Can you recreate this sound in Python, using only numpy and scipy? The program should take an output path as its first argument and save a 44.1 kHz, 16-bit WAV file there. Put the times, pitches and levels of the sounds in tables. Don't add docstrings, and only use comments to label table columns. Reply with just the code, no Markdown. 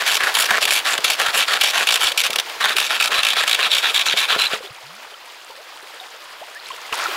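import sys
import numpy as np
from scipy import signal
from scipy.io import wavfile
from scipy.ndimage import uniform_filter1d, minimum_filter1d

SR = 44100
rng = np.random.default_rng(int(sys.argv[2]) if len(sys.argv) > 2 else 0)


def pcm_store(signal):
    levels = np.round(np.clip(np.atleast_2d(signal), -1, 1) * 32767)
    wavfile.write(sys.argv[1], SR, levels.astype(np.int16).T)


N = 315756
TIME = np.arange(N) / SR


# start_s, force_db, hollow_db
STROKES = [(0.0, -30.5, 11), (0.055, -23, 0.5), (0.196, -29.5, 10.5), (0.336, -24.5, 1.5), (0.482, -31, 12),
           (0.609, -19, -0.5), (0.675, -15, 3.5), (0.701, -22, -3), (0.848, -24.5, 5), (1.038, -23.5, -4.5),
           (1.181, -28.5, 8), (1.334, -21.5, 0), (1.475, -24, 5.5), (1.6, -23.5, -2.5), (1.731, -24, 4.5),
           (1.864, -27, -1.5), (1.999, -22, 0), (2.178, -18, -8.5), (2.239, -21.5, -1.5), (2.601, -26.5, 5),
           (2.758, -24, -4.5), (2.892, -23, 2.5), (2.995, -26.5, -1.5), (3.105, -23, 3), (3.23, -27, -2.5),
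           (3.354, -24, 4), (3.458, -27.5, -3), (3.583, -22.5, 2.5), (3.7, -25.5, -4.5), (3.821, -23, 0.5),
           (3.934, -24.5, -4.5), (4.052, -22.5, -1), (4.16, -21, -5), (4.279, -23.5, 3.5),
           (4.384, -21, -3.5), (4.497, -28, 1.5)]
STOPS_S = [0.175, 0.312, .457, 0.655, 0.689, 0.804, 0.961, 1.154, 1.449, 2.104, 2.209, 2.28, 3.08,
           4.036, 4.262, 4.476, 4.559]

def stroke_force(rise_s, fall_s, lumps_db):
    force = np.zeros(N)
    next_strokes = STROKES[1:] + [(np.inf, 0, 0)]
    for (start, force_db, hollow_db), (next_start, _, next_hollow_db) in zip(STROKES, next_strokes):
        turn_s = 0.0052 if next_hollow_db > hollow_db else 0.013
        end = min([next_start - turn_s] + [s for s in STOPS_S if s > start])
        span = slice(max(int((start - rise_s) * SR), 0), int((end + fall_s) * SR))
        ramp = np.minimum((TIME[span] - start) / rise_s, (end - TIME[span]) / fall_s)
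        force[span] += np.clip(ramp / 2 + .5, 0, 1) ** 2 * from_db(force_db)
    return force * from_db(lumps_db * (drift(160) + 0.5 * drift(67)) - 9.5)


def saw():
    blows, swells = tooth_catches(rise_s=.0027, fall_s=.0031)
    force = np.hypot(stroke_force(rise_s=0.01, fall_s=0.02, lumps_db=0.5), 0.09 * swells)
    starts, _, hollows = np.transpose(STROKES)
    stroke = np.maximum(np.searchsorted(starts - .01, TIME) - 1, 0)
    hollow_db = hollows[stroke]
    fibre_snaps = grains(200, spread_db=-7.0)
    rub = (grains(12000, spread_db=5.5) + 0.5 * fibre_snaps) * force
    teeth = rub + 1.4 * blows
    slips = stick_slip(per_s=180) * force
    bites = from_db(-0.5) * slips + grains(5000, spread_db=2.5) * force + 0.63 * blows
    return (tube_wall(bites, hollow_db) + blade(teeth) + rasp(rub, blows, hollow_db, starts[stroke])
            + dry_cracks(slips, swells, hollow_db))


def stick_slip(per_s):
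    teeth_passed = np.floor(np.cumsum(per_s / SR * from_db(2.0 * drift(54))))
    return rms_one(np.diff(teeth_passed, prepend=0) * rng.standard_normal(N))


# time_s, level_db
LONE_CATCHES = [(0.078, -5), (0.169, -10), (0.237, -14.5), (0.457, -14.5), (0.508, -3), (0.633, -18),
                (0.654, -9), (0.707, -8.5), (0.722, -14), (0.979, -12.5), (1.045, 0), (1.101, -6),
                (1.264, -11.5), (1.779, -10), (2.119, -13), (2.177, -5), (2.305, -13.5), (2.332, -12),
                (2.36, -8), (2.498, -23.5), (2.694, -15), (3.001, -8.5), (3.076, -8.5), (3.142, -15),
                (3.205, -25), (3.335, -12), (3.437, -11), (4.174, -10), (4.39, -12), (4.416, -16)]
# start_s, level_db, length_s
CHATTER_RUNS = [(0.351, -11, 0.11), (0.681, -15, 0.01), (1.199, -10.5, 0.017), (1.613, 1, 0.025),
                (1.872, -5.5, 0.087), (2.204, -9.5, 0.011), (2.238, -8.5, 0.027), (2.387, -9.5, 0.012),
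                (2.642, -9.5, 0.014), (2.767, -4, 0.035), (3.01, -7, 0.048), (3.233, -6, 0.072),
                (3.479, -5.5, 0.068), (3.716, -8, 0.068), (3.945, -8, 0.067)]

def tooth_catches(rise_s, fall_s, gap_s=.019, loss_db_per_s=35):
    t = np.arange(round(.03 * SR)) / SR
    swell = np.exp(-t / fall_s) - np.exp(-t / rise_s)
    blows = np.zeros(N)
    for start_s, level_db, length_s in [row + (0,) for row in LONE_CATCHES] + CHATTER_RUNS:
        delays = np.linspace(0, length_s, 1 + round(length_s / gap_s))
        onsets = ((start_s + delays - .003) * SR).astype(int)
        blows[onsets] = from_db(level_db - loss_db_per_s * delays)
    return np.roll(blows, swell.argmax()), signal.fftconvolve(blows, swell / swell.max())[:N]


# pitch_hz, width_hz, level_db
WALL_MODES = [(226, 40, -7), (411, 82, -4.5), (695, 340, -2), (885, 247, -1), (1107, 128, -3),
              (1314, 118, 1), (1716, 420, -2)]

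def tube_wall(bites, hollow_db):
    wall = resonate(bites * from_db(hollow_db + 21.5), WALL_MODES, shifting_db=2.0)
    return resonate(wall, [(1200, 2400, 0)])


# pitch_hz, width_hz, level_db
BLADE_MODES = [(2254, 180, 11.5), (2620, 400, 13), (3134, 780, 11.5), (4260, 1000, 10.5)]
RING_MODES = [(3560, 400, 13), (4040, 200, 25)]

def blade(teeth, full_depth_s=3.6):
    steel = resonate(teeth * from_db(14.5), BLADE_MODES, shifting_db=1.3)
    steel = resonate(steel, [(3200, 3000, 0)])
    ring = resonate(teeth, RING_MODES, shifting_db=6.5)
    grip = np.clip(TIME / full_depth_s, 0, 1) ** 2
    return filtered(steel, "low", hz=3850, order=4) + filtered(ring, "low", hz=4330, order=8) * grip


# pitch_hz, width_hz, level_db
RASP_MODES = [(4390, 180, 6.5), (5470, 580, 0), (6230, 320, 1.5), (7270, 880, -5.5), (9100, 320, -3.5),
              (10040, 480, -9.5), (11670, 320, -6), (13500, 470, -16.5), (15200, 600, -22),
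              (9100, 15000, -11)]

def rasp(rub, blows, hollow_db, stroke_start_s, sink_db_per_s=2):
    tearing = rub * from_db(17 - 0.31 * hollow_db - sink_db_per_s * stroke_start_s)
    tearing += blows * from_db(17.5 - sink_db_per_s * TIME)
    return resonate(resonate(tearing, RASP_MODES, shifting_db=3.2), [(9000, 12000, 0)])


def dry_cracks(slips, swells, hollow_db):
    slip_cracks = resonate(slips * from_db(hollow_db + 8), [(1600, 3000, 0)])
    crunch = from_db(-12.5) * swells * grains(6000, spread_db=4.0)
    return slip_cracks + resonate(crunch, [(3500, 9000, 0)])


# time_s, level_db
POLE_KNOCKS = [(0.512, -28), (0.989, -30.5), (2.299, -28), (4.139, -26.5), (4.363, -22), (4.535, -24)]
# pitch_hz, level_db, t60_s
POLE_MODES = [(217, 1, 0.33), (430.5, 13.5, 0.19), (548, 24.5, 0.037), (663, 24.5, 0.043),
              (1400, 23, 0.033)]

def pole_knocks():
    onsets = [round(time_s * SR) for time_s, _ in POLE_KNOCKS]
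    knock_db = np.array(POLE_KNOCKS)[:, 1] - 20.0
    scatter_db = 2.0 * rng.standard_normal((len(onsets), len(POLE_MODES)))
    out = np.zeros(N)
    for k, (pitch_hz, level_db, t60_s) in enumerate(POLE_MODES):
        strikes = np.full(N, 1e-18)
        strikes[onsets] = from_db(knock_db + level_db + scatter_db[:, k])
        decay, angle = from_db(-60 / (t60_s * SR)), 2 * np.pi * pitch_hz / SR
        out += signal.lfilter([0, np.sin(angle)], [1, -2 * decay * np.cos(angle), decay ** 2], strikes)
    return out


# time_s, peak_db
OVERLOAD_THUMPS = [(0.239, -36), (.512, -26), (1.287, -37), (2.052, -37), (2.392, -43), (3.189, -36)]

def overload_thumps(rise_s=0.0031):
    out, pulse = np.zeros(N), np.hanning(round(2 * rise_s * SR))
    for time_s, peak_db in OVERLOAD_THUMPS:
        add(out, time_s - rise_s, from_db(peak_db) * pulse)
    return out


def bubble(start_hz, end_hz, length_s):
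    progress = np.linspace(0, 1, round(length_s * SR))
    pitch_hz = start_hz * (end_hz / start_hz) ** progress
    return np.sin(np.pi * progress ** 0.43) * np.sin(2 * np.pi * np.cumsum(pitch_hz) / SR)


# start_s, start_hz, end_hz, length_s, peak_db
GULPS_AND_CLICK = [(4.606, 487, 510, 0.015, -29.5), (4.637, 408.4, 378, 0.0425, -35.5),
                   (4.705, 115, 144, 0.0245, -40.5), (4.833, 119, 306, 0.22, -51),
                   (5.144, 1330, 1384, 0.022, -38), (5.574, 500, 875, 0.065, -39),
                   (6.007, 720, 810, 0.045, -35.5), (6.414, 530, 1270, 0.035, -29.5),
                   (6.555, 1666, 2000, 0.038, -30.5), (6.705, 1046, 1090, 0.015, -23),
                   (6.928, 2770, 2590, 0.0034, -12), (6.935, 1120, 1430, 0.0051, -16),
                   (7.056, 1420, 1250, 0.015, -14.5)]
# start_s, peak_db, pitch_hz
BRIGHT_DRIPS = [(4.6753, -32, 3680), (5.1408, -29.5, 3070), (6, -24.5, 3660), (6.5993, -31, 4120),
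                (6.6592, -26, 3940), (6.717, -26, 3120), (6.8513, -30, 2070)]
# start_s, peak_db
SPRAY_TICKS = [(5.345, -34), (5.447, -26), (6.5487, -25)]

def gulps_drips_and_click(drip_cycles=19, tick_cycles=3.6, tick_hz=7940):
    out = np.zeros(N)
    for start_s, start_hz, end_hz, length_s, peak_db in GULPS_AND_CLICK:
        add(out, start_s, from_db(peak_db) * bubble(start_hz, end_hz, length_s))
    for start_s, peak_db, pitch_hz in BRIGHT_DRIPS:
        add(out, start_s, from_db(peak_db) * bubble(pitch_hz, pitch_hz * 1.03, drip_cycles / pitch_hz))
    for start_s, peak_db in SPRAY_TICKS:
        add(out, start_s, from_db(peak_db) * bubble(tick_hz, tick_hz, tick_cycles / tick_hz))
    return out


# time_s, level_db
STREAM_LEVEL = [(0, -26.5), (2.52, -31), (4.56, -30), (4.6, -40.5), (4.93, -38.5), (5.3, -40.5),
                (6.1, -37.5), (6.35, -39), (7.16, -32.5)]
# pitch_hz, width_hz, level_db
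NEAR_THROAT = [(1210, 900, -9.5)]

def stream(splash_s=4.64, splash_rise_s=0.025, splash_fall_s=0.06, stand_s=4.9, closer_s=6.925):
    rush = wash(low_hz=20, flicker_db=1.1, flicker_rate=18)
    babble = bubble_cloud(count=2200, low_hz=800, octaves=2.6, cycles=8.0, spread_db=4.0)
    spray = bubble_cloud(count=700, low_hz=1800, octaves=2.4, cycles=4.0, spread_db=3.5)
    gurgle = bubble_cloud(count=350, low_hz=380, octaves=2.4, cycles=10.0, spread_db=2.5)
    babble_db = -8 + 10 * np.exp(-((TIME - splash_s) / splash_fall_s) ** 2)
    babble_db += 4 * np.exp(-((TIME - stand_s) / 0.15) ** 2)
    water = rms_one(rush + from_db(babble_db) * babble + from_db(-9.5) * spray + from_db(-12) * gurgle)
    near = TIME > closer_s
    water += near * rms_one(resonate(water, NEAR_THROAT)) * from_db(NEAR_THROAT[0][2])
    flow_db = np.interp(TIME, *np.transpose(STREAM_LEVEL))
    splash_db = np.interp(TIME, [splash_s - splash_rise_s, splash_s, splash_s + splash_fall_s], [0, 7, 0])
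    closer_db = near * (10.5 - 18.5 * (TIME - closer_s))
    return water * from_db(flow_db + splash_db + closer_db)


def bubble_cloud(count, low_hz, octaves, cycles, spread_db, clumps_db=8):
    out, activity = np.zeros(N), np.cumsum(from_db(clumps_db * drift(9)))
    activity /= activity[-1]
    for when, pitch, rise, size in rng.random((count, 4)):
        hz = low_hz * 2 ** (octaves * pitch)
        gain = from_db(-spread_db * np.log(size + .05))
        add(out, np.interp(when, activity, TIME), gain * bubble(hz, hz * (1 + .3 * rise), cycles / hz))
    return rms_one(out)


# frequency_hz, density_db
WASH_SPECTRUM = [(24, -58), (100, -46), (230, -29), (400, -9), (600, -4.5), (1300, -3.5), (2400, -6),
                 (4000, -5.5), (4800, -14.5), (16000, -25.5)]

def wash(low_hz, flicker_db, flicker_rate):
    hz, density_db = np.transpose(WASH_SPECTRUM)
    edges = np.append(low_hz * 2 ** np.arange(0, np.log2(.44 * SR / low_hz), .5), .45 * SR)
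    out, shared_flicker = 0, drift(flicker_rate)
    white = rng.standard_normal((2, N))
    for k, (low, high) in enumerate(zip(edges, edges[1:])):
        band = filtered(white[k % 2], "band", hz=[low, high], order=2)
        band_db = np.interp(np.log(low * high) / 2, np.log(hz), density_db)
        out += band * from_db(band_db + flicker_db * (shared_flicker + drift(flicker_rate)))
    return rms_one(out)


def resonate(x, modes, shifting_db=0):
    out = 0
    for k, (pitch_hz, width_hz, level_db) in enumerate(modes):
        r = np.exp(-np.pi * width_hz / SR)
        feedback = [1, -2 * r * np.cos(2 * np.pi * pitch_hz / SR), r * r]
        gain = from_db(level_db + shifting_db * drift(12.0)) if shifting_db else from_db(level_db)
        out += (-1) ** k * gain * signal.lfilter([(1 - r * r) / 2, 0, (r * r - 1) / 2], feedback, x)
    return out


def grains(per_s, spread_db):
    sizes = from_db(spread_db * np.minimum(rng.exponential(1, N), 5)) * rng.choice([-1, 1], N)
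    return rms_one(sizes * (rng.random(N) < per_s / SR))


def drift(rate_hz):
    r = np.exp(-16 * np.pi * rate_hz / SR)
    slow = signal.lfilter([1], [1, -2 * r, r * r], rng.standard_normal(N // 8 + 4002))[4000:]
    return np.interp(np.arange(N) / 8, np.arange(len(slow)), rms_one(slow))


def filtered(x, kind, hz, order):
    return signal.sosfilt(signal.butter(order, hz, kind, fs=SR, output="sos"), x)


def from_db(db):
    return 10 ** (np.asarray(db) / 20)


def rms_one(x):
    return x / np.sqrt(np.mean(x ** 2) + 1e-20)


def add(out, start_s, sound):
    i = round(start_s * SR)
    out[i:i + len(sound)] += sound[:N - i]


def scene():
    bamboo = filtered(saw() + pole_knocks(), "high", hz=170, order=2)
    return (bamboo + overload_thumps() + gulps_drips_and_click() + stream())[None]


def record(dry):
    limit, ceiling, cutoff_hz = .7, 1.1, 15750
    allowed = limit / np.maximum(np.abs(dry), limit)
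    gain = uniform_filter1d(minimum_filter1d(allowed, size=45), size=45)
    rounded = ceiling * np.tanh(dry * gain / ceiling)
    return signal.sosfilt(signal.ellip(10, .5, 70, cutoff_hz, fs=SR, output="sos"), rounded)


dry = scene()
out = record(dry)
pcm_store(out)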